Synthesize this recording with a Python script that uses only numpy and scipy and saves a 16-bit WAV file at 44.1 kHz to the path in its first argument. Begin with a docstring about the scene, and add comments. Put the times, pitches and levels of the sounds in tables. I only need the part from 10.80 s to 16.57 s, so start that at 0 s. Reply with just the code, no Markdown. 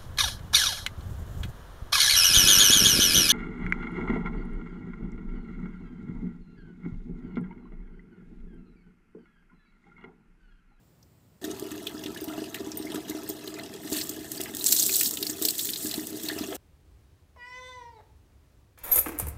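"""A puppy is rinsed in a concrete yard. After a moment of quiet air, water runs into a plastic tub:
trapped air pockets gulp and gurgle, exciting the tub's resonances, while droplets patter and foam pops.
Bangles click and ring as a small bucket is dipped. It spills, then is emptied over the puppy in two
pours, which slap and spatter on the wet floor as lumps and drops of water burst on impact.
The walls reflect the splashes, and the pours die away in drips while the tub runs on."""
import sys
import numpy as np
from scipy import signal
from scipy.io import wavfile
from scipy.ndimage import uniform_filter1d, minimum_filter1d

SR = 44100
rng = np.random.default_rng(int(sys.argv[2]) if len(sys.argv) > 2 else 0)


def transcribe(u):
    """Save the signal u as a 16-bit wav file named by the first command-line argument.

    u: samples, shape (n,) or (channels, n), limited to [-1, 1]; the rate is SR.
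    q: integer samples, one column per channel.
    """
    v = np.clip(np.atleast_2d(u).T, -1, 1)
    q = np.round(v * 32767).astype(np.int16)
    wavfile.write(sys.argv[1], SR, q)


N = 254324
TIME = np.arange(N) / SR

# Levels are relative within each table.
# Spectrum of quiet outdoor air: f/Hz, level/dB
AIR_SPECTRUM = [(18, -64), (30, -19.5), (126, -4.5), (164, -11.5), (996, -31), (3400, -39), (5310, -38),
                (6210, -43), (7460, -35.5), (10700, -45.5), (15500, -35)]
# Spectrum of the low wash in the tub: f/Hz, level/dB
WASH_SPECTRUM = [(18, -67), (30, -17), (250, -5), (309, 1), (404, -3.5), (520, -16.5), (667, -20),
                 (1080, -25), (1820, -29), (2340, -64), (3000, -38), (3900, -57), (6600, -120)]
# Spectra of droplets in the tub and of spatter on the floor: f/Hz, level/dB
SPRINKLE_SPECTRUM = [(820, -23), (1400, -11), (1470, -1), (1840, -2.5), (2090, -9), (2340, -21),
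                     (2750, -2.5), (3290, -4), (4410, -4.5), (6080, -6.5), (8480, -10), (9760, -14.5),
                     (12700, -14), (14300, -13), (15500, -58)]
SPATTER_SPECTRUM = [(500, -42), (1400, -24.5), (2300, -24.5), (3000, -14), (3800, -7.5), (5800, -6.5),
                    (7000, -2.5), (8000, 1), (8700, -3.5), (10200, -5.5), (12300, -4), (13700, 0.5),
                    (15500, -3)]
# Reverberation times of the yard and of the tub's interior: f/Hz, T60/s
YARD_DECAY = [(200, 0.19), (1000, 0.51), (4000, 0.061), (15000, 0.25)]
TUB_DECAY = [(1000, 0.053), (4000, 0.075), (15000, 0.036)]
# Cavity modes of the tub: f/Hz, bandwidth/Hz, level/dB
TUB_MODES = [(83, 13.3, -0.5), (223, 145, -11), (308.3, 9.9, 3.5), (385.8, 8.7, 1.5), (412, 9.9, -4),
             (658.7, 45, 3), (831, 49, -5), (972, 4.8, 0), (1183, 48, -7.5), (1299, 17.4, -1.5)]
# Large air pockets driven under water: t/s, level/dB, f/Hz
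GULPS = [(0.642, -25, 300), (0.678, -28.5, 298), (0.7, -26.5, 362), (0.824, -26.5, 380), (0.915, -31, 296),
         (0.971, -35, 324), (1.146, -27, 293), (1.237, -39, 310), (1.258, -26.5, 299), (1.292, -32, 324),
         (1.419, -28.5, 300), (1.476, -26.5, 310), (1.58, -25, 314), (1.618, -27, 311), (1.804, -27, 375),
         (1.87, -26.5, 300), (2.0, -27, 300), (2.049, -27, 304), (2.102, -26.5, 313), (2.145, -22.5, 370),
         (2.158, -30, 312), (2.296, -26.5, 300), (2.349, -23.5, 334), (2.496, -26, 345),
         (2.676, -30.5, 375), (3.048, -29.5, 300), (3.121, -20, 295), (3.298, -30.5, 293),
         (3.366, -34.5, 326), (3.6, -25.5, 342), (3.74, -32.5, 305), (3.939, -34, 315), (4.032, -31, 295),
         (4.269, -32, 230), (4.416, -29, 301), (4.495, -28, 296), (4.615, -23.5, 325), (4.65, -27, 376),
         (4.681, -37, 310), (5.048, -27.5, 270), (5.178, -24.5, 317), (5.323, -29.5, 317),
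         (5.343, -31.5, 330), (5.442, -29.5, 340), (5.515, -26.5, 318), (5.562, -26.5, 308),
         (5.609, -22, 260), (5.686, -28.5, 302), (5.72, -32, 435)]
# Swirls where the jet breaks up: t/s, hold/s, gurgle level/dB, froth level/dB
SWIRLS = [(1.51, 0.078, -46.5, -55), (1.752, .025, -55, -51), (2.149, 0.004, -39, -70),
          (2.36, 0.045, -50.5, -61), (2.789, 0.0055, -41.5, -44.5), (3.13, .08, -52.5, -43),
          (3.6, 0.084, -51.5, -52.5), (4.62, 0.063, -54, -60), (5.12, .05, -50.5, -45),
          (5.495, 0.0099, -45, -40.5), (5.59, 0.049, -46, -52), (5.719, 0.013, -45, -47.5)]
# Single ringing bubbles: t/s, level/dB, f/Hz
PLINKS = [(1.068, -27, 3280), (1.747, -30, 1764), (1.362, -33, 1670), (1.5, -36, 1290), (2.79, -37.5, 652),
          (2.069, -35, 2020), (2.315, -36.5, 1950), (3.578, -27, 4470), (3.81, -24.5, 3800),
          (5.459, -33, 3540), (5.5, -22.5, 1734), (5.581, -34, 2570), (5.621, -31, 4000),
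          (5.641, -34, 2640), (5.721, -37.5, 480), (5.746, -39.5, 706)]
# Modes of a bangle: f/Hz, level/dB, T60/s
BANGLE_MODES = [(7100, -26, 0.05), (8680, -9, 0.15), (9800, -23, 0.042), (14200, -21, .06),
                (13800, -9, 0.072), (14600, 3.5, 0.045)]
# Bangle collisions: t/s, level/dB, ring level/dB
CLINKS = [(1.41, -31, 1), (1.442, -21.5, -15), (1.972, -21, 0), (2.49, -21, 2), (2.494, -25, 2)]
# Hard drops landing close by: t/s, level/dB
TICKS = [(0.797, -22), (3.518, -16), (3.6143, -13), (3.636, -20), (3.7494, -18.5), (3.769, -13.5),
         (3.8425, -8), (3.8685, -3), (4.064, -7), (4.31, -11), (4.707, -13), (4.782, -14), (5.27, -21)]
# Lumps of water landing: t/s, level/dB, air pocket f/Hz, spray level/dB
SLAPS = [(0.227, -48.5, 5500, -7), (0.648, -27.5, 7240, 1), (0.915, -29, 3350, 6), (1.069, -20, 3060, -7.5),
         (1.238, -30.5, 5600, 0), (1.261, -27, 3130, -16), (1.7435, -22, 3070, -2.5),
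         (2.1438, -28, 3370, 6), (2.297, -24, 7200, 8), (2.499, -24, 7850, 12), (2.675, -26, 3900, -4.5),
         (2.787, -31, 1780, -4), (3.129, -26, 4830, 10), (3.167, -19, 4470, 2), (3.213, -19.5, 4400, -13),
         (3.2922, -18, 8340, 11), (3.516, -27, 9600, 24), (3.605, -23.5, 3150, -0.5),
         (3.657, -29, 1940, -15), (3.862, -8.5, 7400, -13), (3.923, -3.5, 7900, 8), (3.9256, -9, 4080, 3.5),
         (3.963, -10, 7250, 5), (3.996, -10.5, 7350, -4), (4.022, -19, 4300, -12), (4.092, -15, 2350, 4.5),
         (4.156, -10.5, 8600, 2), (4.183, -31, 8550, -9), (4.2096, -9.5, 2770, 8.5), (4.258, -15, 5140, -3),
         (4.371, -19.5, 3300, -2), (4.4264, -14, 4300, -1.5), (4.467, -16.5, 4500, -3.5),
         (4.4973, -17, 7450, -2), (4.622, -14, 7860, 32), (4.651, -8.5, 6000, 5), (4.685, -9.5, 4660, 2.5),
         (4.705, -26, 6040, 1), (4.793, -18.5, 3970, -14), (4.889, -22.5, 3300, -16),
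         (4.934, -20.5, 4160, -11), (4.9585, -21.5, 3970, -8), (5.112, -19.5, 4000, -3),
         (5.14, -18.5, 4260, -2.5), (5.4858, -17, 3870, -6), (5.587, -23.5, 5500, -1.5)]
# Sheets of water reaching the floor: full flow t/s, hold/s, level/dB
POURS = [(3.132, 0.059, -31), (3.55, 0.0066, -39), (3.8, 0.025, -35), (3.89, 0.15, -23), (4.128, .1, -22.5),
         (4.656, 0.018, -28.5), (4.80, 0.083, -29.5), (5.041, 0.02, -31), (5.16, 0.022, -40.5),
         (5.44, 0.0088, -37.5)]

TAP_ON_S = 0.6133
SWIRL_SLOPES_DB_PER_S = (512, 372)  # rise, fall


def gain_of(db):
    """Amplitude ratio of a level in decibels."""
    return 10 ** (np.asarray(db) / 20)


def unit_rms(x):
    """Normalisation to unit mean power."""
    return x / np.sqrt(np.mean(x ** 2) + 1e-20)


def unit_peak(x):
    """Normalisation to unit peak amplitude."""
    return x / (abs(x).max() + 1e-20)


def at_frequency(table, hz):
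    """Interpolation on a logarithmic frequency axis."""
    f, value = np.transpose(table)
    return np.interp(np.log(hz + 1), np.log(f + 1), value)


def add(mix, s, sound):
    """Superposition: a sound joins the mix at time s."""
    part = mix[max(round(s * SR), 0):][:len(sound)]
    part += sound[:len(part)]


def power_sum(gains):
    """Incoherent sources add in power."""
    return np.sqrt(sum(gain ** 2 for gain in gains))


def colour(x, spectrum, size=4096):
    """Minimum-phase filtering shapes the spectrum and keeps the sharp front of a click."""
    hz = abs(np.fft.fftfreq(size, 1 / SR))
    log_gain = np.log(gain_of(np.maximum(at_frequency(spectrum, hz), -90)))
    taps = np.fft.ifft(np.exp(np.conj(signal.hilbert(log_gain)))).real[:size // 2]
    return signal.oaconvolve(x, taps)[:len(x)]


def steadied(x, span_s):
    """Division by the running rms evens a texture's slow level and leaves its grain."""
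    power = signal.oaconvolve(x ** 2, np.hanning(int(span_s * SR)), "same")
    return unit_rms(x / np.sqrt(abs(power) + 0.073 * power.mean()))


def swell(s, hold_s, rise_db_per_s, fall_db_per_s):
    """Exponential growth to unit gain at time s, a hold, then exponential decay."""
    before_db = rise_db_per_s * np.maximum(s - TIME, 0)
    after_db = fall_db_per_s * np.maximum(TIME - s - hold_s, 0)
    return gain_of(-np.minimum(before_db + after_db, 120))


def agitation(hits, settle_s):
    """Relaxation: each hit (t/s, level/dB, ...) gives the water energy that decays exponentially."""
    energy = np.zeros(N)
    for s, db, *_ in hits:
        add(energy, s, gain_of([db]) ** 2)
    settling = signal.lfilter([1], [1, -np.exp(-2 / (settle_s * SR))], energy)
    return np.sqrt(abs(uniform_filter1d(settling, size=200)))


def drops(per_s, spread_db):
    """Shot noise: randomly timed impulses of unit mean power, most small and a few large."""
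    size = gain_of(spread_db * np.minimum(rng.exponential(1, N), 3.5)) * rng.choice([-1, 1], N)
    chance = np.clip(per_s / SR, 1e-6, 1)
    return unit_rms(size * (rng.random(N) < chance) / np.sqrt(chance))


def bubble(hz, cycles, rise):
    """Minnaert resonance: a damped air pocket whose pitch rises as it nears the surface."""
    age = np.arange(int(5 * cycles / hz * SR) + 2) * hz / SR / cycles  # in decay times
    phase = 2 * np.pi * cycles * (age + rise * age ** 2 / 2)
    return np.sin(phase) * np.exp(-age) * (1 - np.exp(-2 * age * cycles))


def bubbles(low_hz, high_hz, per_s, cycles, rise, spread_db, sizes=24):
    """Random excitation of a bubble swarm, with equal power in each size."""
    out = np.zeros(N)
    for hz in np.geomspace(low_hz, high_hz, sizes):
        ring = bubble(min(hz * rng.uniform(.96, 1.04), 15000), cycles * rng.uniform(.6, 1.4), rise)
        out += signal.oaconvolve(drops(per_s / sizes, spread_db), ring / np.linalg.norm(ring))[:N]
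    return unit_rms(out)


def outdoor_air(level_db=-59.5):
    """Ambient noise: a steady background, strongest in the bass."""
    return gain_of(level_db) * unit_rms(colour(rng.standard_normal(N), AIR_SPECTRUM))


def echoes(x, decays, first_s, spacing=20):
    """Reverberation: sparse wall reflections, each band decaying at its own rate."""
    taps = np.zeros(SR // 2)
    slots = np.arange(int(first_s * SR), len(taps) - spacing, spacing)
    taps[slots + rng.integers(0, spacing, len(slots))] = rng.choice([-1., 1.], len(slots))
    hz, t, bands = signal.stft(taps, SR, nperseg=256)
    tail = signal.istft(bands * gain_of(-60 * t / at_frequency(decays, hz)[:, None]), SR)[1]
    return signal.fftconvolve(x, tail / np.linalg.norm(tail))[:N]


def tub(x, direct_db):
    """Cavity resonance: the air in the tub rings in damped modes after each disturbance."""
    t = np.arange(SR // 3) / SR
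    ring = np.zeros(len(t))
    for hz, width, db in TUB_MODES:
        decay = 2 * np.pi * width / SR * np.exp(-np.pi * width * t)
        ring += gain_of(db) * decay * np.cos(2 * np.pi * hz * t)
    return gain_of(direct_db) * x + signal.oaconvolve(x, ring)[:len(x)]


def tap_open(rise_s=0.0023):
    """Onset of flow: a linear ramp from silence."""
    return np.clip((TIME - TAP_ON_S) / rise_s, 0, 1)


def swirls():
    """Break-up of the jet strengthens gurgle and froth; returns the envelope of each."""
    gurgle, foam = [], []
    for s, hold_s, gurgle_db, froth_db in SWIRLS:
        envelope = swell(s, hold_s, *SWIRL_SLOPES_DB_PER_S)
        gurgle.append(gain_of(gurgle_db) * envelope)
        foam.append(gain_of(froth_db) * envelope)
    return power_sum(gurgle), power_sum(foam)


def froth(steady_db=-57, slap_db=-38, db_per_octave=-11):
    """Heavily damped bubbles pop without clear pitch, most after swirls and deep, strong slaps."""
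    pops = bubbles(1650, 4200, per_s=330, cycles=4, rise=.008, spread_db=4, sizes=40)
    pops = pops + gain_of(-5) * echoes(pops, TUB_DECAY, first_s=0.00043)
    hits = [(s, slap_db + 0.65 * db + db_per_octave * np.log2(hz / 3000)) for s, db, hz, _ in SLAPS]
    _, swirl_foam = swirls()
    envelope = power_sum([gain_of(steady_db), agitation(hits, settle_s=0.011), swirl_foam])
    return tap_open() * envelope * steadied(pops, span_s=0.2)


def sprinkle(steady_db=-50, gulp_db=-20, wash_db=-46.5, spray_s=0.003):
    """Impact and air entrainment: droplets tick and blip over a low wash; gulps throw up more."""
    blips = bubbles(1700, 15000, per_s=1500, cycles=7, rise=.01, spread_db=3.3, sizes=60)
    spray_power = signal.lfilter([1], [1, -np.exp(-2 / (spray_s * SR))], drops(45, spread_db=4) ** 2)
    impacts = gain_of(-5) * drops(1500, spread_db=6)
    patter = (blips + impacts) * power_sum([gain_of(-2), unit_rms(np.sqrt(spray_power))])
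    patter = patter + gain_of(-4) * echoes(patter, TUB_DECAY, first_s=.0005)
    bright = signal.lfilter([1, -.6], [1], patter)  # tiny bubbles carry the treble
    wash = gain_of(wash_db) * unit_rms(colour(rng.standard_normal(N), WASH_SPECTRUM))
    thrown = power_sum([gain_of(steady_db), gain_of(gulp_db) * agitation(GULPS, settle_s=0.055)])
    return tap_open() * (thrown * steadied(colour(bright, SPRINKLE_SPECTRUM), span_s=0.36) + wash)


def running_water(churn_db=-47, gurgle_db=-53, calm_from_s=1.36, calm_db_per_s=1.0, lull_db=-6):
    """Air entrainment: the jet sheds bubbles, more after each gulp, that excite the tub's modes."""
    large = bubbles(202, 413, per_s=100, cycles=1.68, rise=0.091, spread_db=3, sizes=8)
    small = bubbles(580, 1500, per_s=240, cycles=2.7, rise=.01, spread_db=2.5)
    churn = steadied(tub(large, direct_db=-27), span_s=0.36)
    gurgle = steadied(tub(small, direct_db=-21.5), span_s=0.2)
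    stir = agitation(GULPS, settle_s=0.047)
    swirl, _ = swirls()
    calm = gain_of(-calm_db_per_s * np.maximum(TIME - calm_from_s, 0))  # the gurgle settles most
    churn_gain = calm ** 0.24 * power_sum([gain_of(churn_db), gain_of(-14) * stir])
    gurgle_gain = power_sum([calm * gain_of(gurgle_db), calm * gain_of(-24) * stir, swirl])
    lull = gain_of(lull_db * swell(4.72, 0.25, *SWIRL_SLOPES_DB_PER_S))  # the level dips briefly
    return tap_open() * lull * (churn_gain * churn + gurgle_gain * gurgle)


def gulps():
    """Impulsive excitation: each large air pocket gives one deep throb that sets the tub ringing."""
    out = np.zeros(N)
    for s, db, hz in GULPS:
        throb = np.zeros(SR // 4)
        add(throb, 0, bubble(hz, cycles=1, rise=0.0024))
        add(out, s, gain_of(db - 1) * unit_peak(tub(throb, direct_db=-19)))
    return out


def plinks(echo_db=-8):
    """Free oscillation: lightly damped bubbles chirp upward in the tub and the puddles."""
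    out = np.zeros(N)
    for s, db, hz in PLINKS:
        add(out, s, gain_of(db) * bubble(hz, cycles=11, rise=0.073))
    return out + gain_of(echo_db) * echoes(out, TUB_DECAY, first_s=0.00042)


def bangles(click_db=-3, click_s=0.0043):
    """Modal vibration: thin rings collide and ring briefly, less when the skin damps them."""
    out, t = np.zeros(N), np.arange(SR // 6) / SR
    for (s, db, ring_db), phases in zip(CLINKS, rng.random((len(CLINKS), len(BANGLE_MODES)))):
        ring = sum(gain_of(mode_db - 60 * t / t60) * np.sin(2 * np.pi * (hz * t + phase))
                   for (hz, mode_db, t60), phase in zip(BANGLE_MODES, phases))
        click = gain_of(click_db) * np.exp(-t / click_s) * np.diff(rng.standard_normal(len(t) + 1))
        add(out, s, gain_of(db) * unit_peak(gain_of(ring_db) * ring + click))
    return out


def ticks(spray_db=-13, spray_s=0.003):
    """Impact transient: a hard drop gives one pressure impulse and a wisp of spray."""
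    out, t = np.zeros(N), np.arange(SR // 50) / SR
    for s, db in TICKS:
        hit = (t == 0) + gain_of(spray_db) * np.exp(-t / spray_s) * rng.standard_normal(len(t))
        add(out, s, gain_of(db + 2) * unit_peak(colour(hit, SPATTER_SPECTRUM)))
    return out


def slaps(rise_s=0.00014, burst_s=0.0064, tail_s=.014, tail_db=-19):
    """Forced oscillation: a lump of water bursts into spray, drives an air pocket and rains back."""
    out, t = np.zeros(N), np.arange(SR // 16) / SR
    envelope = np.exp(-(t / burst_s) ** 2) + gain_of(tail_db) * np.exp(-t / tail_s)
    envelope *= 1 - np.exp(-t / rise_s)
    for s, db, hz, spray_db in SLAPS:
        burst = envelope * rng.standard_normal(len(t))
        ring = bubble(hz, cycles=1.2, rise=0.0068)
        pocket = gain_of(-2) * unit_rms(signal.fftconvolve(np.diff(burst, prepend=0), ring)[:len(t)])
        spray = gain_of(spray_db) * unit_rms(colour(burst, SPATTER_SPECTRUM))
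        add(out, s, gain_of(db - 8) * unit_rms(pocket + spray) * np.sqrt(np.mean(envelope ** 2)))
    return out


def floor_flow(trickle_db=-55, runoff_db=-16.5, rise_db_per_s=228):
    """A steady trickle, the pours and their slow run-off from coat and bucket add in power."""
    flows = [gain_of(trickle_db)]
    for s, hold_s, db in POURS:
        flows.append(gain_of(db) * swell(s, hold_s, rise_db_per_s, fall_db_per_s=138))
        flows.append(gain_of(db + runoff_db) * swell(s, hold_s, rise_db_per_s, fall_db_per_s=9))
    return tap_open() * power_sum(flows)


def spatter(fizz_db=-2, clump_db=3, clump_s=0.0057):
    """Modulated shot noise: drops hit wet concrete in clumps, more as flow grows, and leave bubbles."""
    flow = floor_flow()
    impacts = drops(per_s=1500 + 4000 * flow / flow.max(), spread_db=1)
    fizz = bubbles(3200, 15000, per_s=1200, cycles=6, rise=.01, spread_db=4.5, sizes=50)
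    wander = signal.oaconvolve(rng.standard_normal(N), np.exp(-TIME[:SR // 8] / clump_s))[:N]
    clumps = gain_of(clump_db * unit_rms(wander))
    spray = colour(impacts + gain_of(fizz_db) * fizz, SPATTER_SPECTRUM)
    return gain_of(-1) * flow * steadied(clumps * spray, span_s=0.45)


def scene(echo_db=-11):
    """Superposition of the splashes and bangles, their wall reflections, the tub and the air."""
    near = spatter() + slaps() + ticks() + plinks() + bangles()
    air = outdoor_air()
    walls = gain_of(echo_db) * echoes(near, YARD_DECAY, first_s=0.0032)
    return (near + walls + gulps() + running_water() + sprinkle() + froth() + air)[None]


def record(dry, low_cut_hz=50, ceiling=.72, high_cut_hz=15600):
    """Band and peak limiting: a gentle cut below the bass, a fast limiter, then a steep low-pass."""
    thinned = signal.sosfilt(signal.butter(2, low_cut_hz, "high", fs=SR, output="sos"), dry)
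    allowed_gain = np.minimum(1, ceiling / (abs(thinned) + 1e-9))
    limited = thinned * uniform_filter1d(minimum_filter1d(allowed_gain, size=64), size=64)
    low_pass = signal.firwin(401, high_cut_hz, window=("kaiser", 8), fs=SR)
    return signal.oaconvolve(limited, low_pass[None], "same")


dry = scene()
out = record(dry)
transcribe(out)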